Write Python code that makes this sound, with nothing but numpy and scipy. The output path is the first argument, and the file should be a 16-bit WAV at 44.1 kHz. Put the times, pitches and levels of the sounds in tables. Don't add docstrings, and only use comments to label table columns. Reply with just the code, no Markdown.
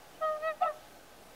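import sys
import numpy as np
from scipy import signal
from scipy.fft import rfft, irfft, next_fast_len
from scipy.io import wavfile
from scipy.ndimage import uniform_filter1d, map_coordinates

SR = 44100
rng = np.random.default_rng(int(sys.argv[2]) if len(sys.argv) > 2 else 0)


def waveform_to_disk(signal):
    frames = np.transpose(np.atleast_2d(signal))
    scaled = np.clip(frames, -1, 1) * 32767
    samples = np.round(scaled).astype(np.int16)
    wavfile.write(sys.argv[1], SR, samples)


def how_loud(loudness_db):
    steps = np.asarray(loudness_db, float) / 20
    return 10 ** steps


N = 59535
TIME_S = np.arange(N) / SR


def unit(x):
    return x / np.sqrt(np.mean(x ** 2) + 1e-20)


def along(points, hz):
    f, v = np.transpose(points)
    return np.interp(np.log(hz + 1), np.log(f + 1), v)


def wobble(rate_hz):
    knots = rng.standard_normal(int(N * rate_hz / SR) + 4)
    return map_coordinates(knots, [np.arange(N) * rate_hz / SR])


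def oscillator_phase(hz):
    return 2 * np.pi * np.cumsum(hz) / SR


def filtered(x, response):
    m = next_fast_len(N + SR // 2)
    return irfft(rfft(x, m) * response(np.fft.rfftfreq(m, 1 / SR)), m)[..., :N]


# frequency in Hz, level in dB per Hz.
FLOOR_COLOUR = [(22, -22), (60, -8.5), (250, -3.5), (650, -4.5), (1100, -9), (3100, -12.5), (8000, -19.5),
                (15700, -21.5)]
# centre in Hz, width in Hz, boost in dB.
DRONE_HUMPS = [(833, 18.5, 6.5), (1226, 130, 4), (1546, 64, 7), (700, 260, 5.5)]


def air():
    floor_db, swell_db, patch_db = -54.5, 0.4, 0.85
    hum_hz, hum_db = 43, -68.5
    z = signal.stft(rng.standard_normal(N), nperseg=512)[2]
    patches = uniform_filter1d(rng.standard_normal(z.shape), size=6, axis=0)
    patches = uniform_filter1d(patches, size=14, axis=1)
    noise = signal.istft(z * how_loud(patch_db * unit(patches)), nperseg=512)[1][:N]

    def colour(f):
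        drone_db = sum(db * np.exp(-((f - c) / w) ** 2) for c, w, db in DRONE_HUMPS)
        return how_loud(along(FLOOR_COLOUR, f) + drone_db)

    hum = how_loud(hum_db + 1.7 * wobble(6)) * np.sin(oscillator_phase(hum_hz * (1 + .03 * wobble(5.3))))
    return how_loud(floor_db + swell_db * wobble(4.8)) * unit(filtered(noise, colour)) + hum


def small_bird():
    start_s, length_s, from_hz, to_hz, level_db = .138, .032, 2850, 3150, -60
    u = np.clip((TIME_S - start_s) / length_s, 0, 1)
    hz = from_hz + (to_hz - from_hz) * u
    return how_loud(level_db) * np.sin(np.pi * u) * np.sin(oscillator_phase(hz))


def scatter(start_s, t60_s):
    decay = (TIME_S > start_s) * how_loud(-60 * np.abs(TIME_S - start_s) / t60_s)
    spikes = np.abs(rng.standard_normal(N)) ** 3 * rng.choice([-1, 1], N)
    answer = decay * spikes
    return answer / np.linalg.norm(answer)


# frequency in Hz, level in dB.
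SHORE_COLOUR = [(500, -5), (1300, -3.5), (2500, -5), (8000, -21)]


def shore(x):
    near = how_loud(-26) * scatter(0.0044, .1)
    slap = how_loud(-24) * scatter(.1, .04)
    tail = how_loud(-26) * scatter(0.026, 1.3)
    echoes = signal.fftconvolve(x, near + slap + tail)[:N]
    return filtered(echoes, lambda f: how_loud(along(SHORE_COLOUR, f)))


# frequency in Hz, level in dB.
THROAT_COLOUR = [(450, -33), (800, 5), (1200, -15), (2700, -18), (4500, -21), (7000, -39)]


def honk(rows, tones, flutter_hz, breath_db, ragged_db, track):
    jitter, shimmer_db, spill = 0.001, 0.38, .5
    bill_db, bill_width_hz = 10, 280
    s, _, *cols = np.transpose(rows)
    curves = [uniform_filter1d(np.interp(TIME_S, s, c), size=300) for c in cols]
    level_db, bright_db, depth, bill_hz = curves
    hz = uniform_filter1d(np.interp(TIME_S, *np.transpose(track)[:2]), size=400)
    gate = np.clip(np.minimum(TIME_S - s[0], s[-1] - TIME_S) / 0.0057 + .5, 0, 1)
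    phase = oscillator_phase(hz * (1 + jitter * wobble(150)))
    flutter = np.sin(beat := oscillator_phase(flutter_hz * (1 + 0.027 * wobble(40.3))))
    lowest = tones[0][0]
    tone = 0
    for k, tone_db in tones:
        db = tone_db + bright_db * np.log2(k / lowest)
        db = db + shimmer_db * k * wobble(49.84) + ragged_db * np.sqrt(k) * wobble(140)
        db = db + bill_db * np.exp(-((k * hz - bill_hz) / bill_width_hz) ** 2)
        tone = tone - how_loud(db) * np.cos(k * phase) * (1 + (k > 1) * spill * depth * flutter)
    side_tone = (lowest == 1) * depth * np.sin(phase + beat)
    hiss = filtered(rng.standard_normal(N), lambda f: how_loud(along(THROAT_COLOUR, f)))
    breath = how_loud(breath_db) * unit(hiss) * (1 + flutter)
    return gate * how_loud(level_db) * (np.sqrt(2) * (tone + side_tone) + breath)


# time in seconds, pitch in Hz, level in dB, brightness in dB per octave,
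# flutter depth 0-1, bill resonance in Hz.
LONG_HONK = [
    (.198, 628, -67, -36, 0.3, 3400),
    (0.216, 642.5, -37.5, -5, 0.14, 3400),
    (0.226, 630.8, -33.5, 0, 0.27, 3410),
    (0.257, 630.2, -32, -0.5, 0.1, 3300),
    (.266, 625.5, -34.5, 1, 0, 4380),
    (.29, 621, -34, 0, 0.05, 4370),
    (0.323, 619, -34, -4.5, 0.03, 3140),
    (.372, 612.7, -41, -3, 0.15, 2470),
    (0.392, 604.4, -45.5, -31, 0.17, 2500),
]
SWELLING_HONK = [
    (.39, 606, -45.5, -8, .02, 2500),
    (.412, 610, -44, -9, .02, 2500),
    (.43, 628, -37.5, -1, 0.026, 2970),
    (.455, 639.2, -34, 0, 0.048, 3200),
    (0.483, 645.3, -32, 1.5, .03, 4000),
    (0.507, 626.8, -34.5, .5, 0.017, 3523),
    (.523, 604, -41.5, -1, .02, 3000),
    (0.534, 603, -46.5, -9, .02, 3000),
    (.553, 605, -51, -16, 0.024, 3000),
]
ARCHING_HONK = [
    (.598, 567.4, -64, -14, .03, 2200),
    (.61, 599.8, -45.5, -0.5, .03, 2180),
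    (0.629, 642, -32, -3.5, .03, 2320),
    (.652, 664.6, -34.5, .5, .03, 2760),
    (0.68, 640.7, -30, -3, .05, 2893),
    (.688, 621.5, -63, -3, 1, 3300),
    (0.709, 582.6, -50, 4, 0.6, 3300),
    (0.729, 552, -58, -1, .5, 3300),
    (0.739, 557, -70, 3, .05, 3300),
]
BARK_HONK = [
    (.6, 736, -62, 3, .1, 2200),
    (0.613, 726, -37.5, 0, 0.086, 2200),
    (0.62, 734, -22.5, -10.5, 0.1, 2200),
    (0.632, 723, -25.5, 3.5, 0.16, 2200),
    (.645, 733, -30, -15, 0.26, 2200),
    (.66, 734, -41, -12, .3, 2200),
    (.675, 694, -55, -6, 0.27, 2200),
    (.69, 730, -67, -8, .2, 2200),
]
RASP_VOICE = [
    (0.613, 721, -73, -5, .3, 2800),
    (.622, 713, -55.5, 6.5, .5, 2800),
    (0.632, 700, -49, -7, .6, 2800),
    (.647, 662, -59, -19, 0.76, 2760),
    (0.665, 723, -58, -9, .7, 2800),
    (0.68, 690, -84, -12, .5, 2800),
]
LOW_HONK = [
    (0.65, 611.9, -41, -7, .05, 3700),
    (.664, 602, -40, -2.5, .05, 3700),
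    (0.679, 617, -35.5, 1, .03, 3700),
    (0.691, 616, -33, -2.5, .02, 2450),
    (0.707, 595, -36.5, -2.5, .02, 2800),
    (.724, 616, -49, -6, 0.045, 2800),
    (.745, 612.6, -51, -5, 0.47, 2800),
    (.775, 613, -54, -14, 0.65, 2800),
    (.812, 628, -65, -19, 0.26, 2800),
]
# multiple of the pitch, level in dB.
LONG_OVERTONES = [(1, 0.5), (2, 0), (3, -13), (4, -36), (5, -30), (6, -37), (7, -40.5), (8, -42)]
SWELL_OVERTONES = [(1, 0), (2, -4.5), (3, -8), (4, -18.5), (5, -36.5), (6, -38), (7, -33)]
ARC_OVERTONES = [(1, -6), (2, 1.5), (3, -15), (4, -28.5), (5, -31.5)]
BARK_OVERTONES = [(1, -1.5), (2, -26.5), (3, -39.5)]
RASP_OVERTONES = [(3.6, -9.5), (4, -10.5), (5, -8), (6.4, -16)]
LOW_OVERTONES = [(1, 0), (2, -9.5), (3, -12), (4, -33), (6, -35.5)]
MEMBRANE_HZ = [121.2, 251.6, 110, 110, 110, 110]
BREATH_LEVEL_DB = [-32, -27, -27, -27.5, -6, -27]
ROUGHNESS_DB = [.1, .1, .5, .8, 2.2, .7]


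def swans():
    voices = [LONG_HONK, SWELLING_HONK, ARCHING_HONK, BARK_HONK, RASP_VOICE, LOW_HONK]
    tones = [LONG_OVERTONES, SWELL_OVERTONES, ARC_OVERTONES, BARK_OVERTONES, RASP_OVERTONES, LOW_OVERTONES]
    one_breath = LONG_HONK + SWELLING_HONK[1:]
    tracks = [one_breath, one_breath] + voices[2:]
    calls = zip(voices, tones, MEMBRANE_HZ, BREATH_LEVEL_DB, ROUGHNESS_DB, tracks)
    crack_s, crack_hz, crack_length_s, crack_db = .663, 1070, .0035, -38.5
    crack_shape = np.exp(-((TIME_S - crack_s) / crack_length_s) ** 2)
    crack = how_loud(crack_db) * crack_shape * np.sin(2 * np.pi * crack_hz * TIME_S)
    return sum(honk(*call) for call in calls) + crack


def scene():
    birds = swans()
    return (birds + shore(birds) + small_bird() + air())[None]


def roll_off(x):
    return signal.sosfilt(signal.butter(12, 16090, fs=SR, output="sos"), x)


def record(dry):
    top_hz, offset = 15760, 0.00078
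    mix = filtered(dry, lambda hz: hz < top_hz) + offset
    return roll_off(mix)


dry = scene()
out = record(dry)
waveform_to_disk(out)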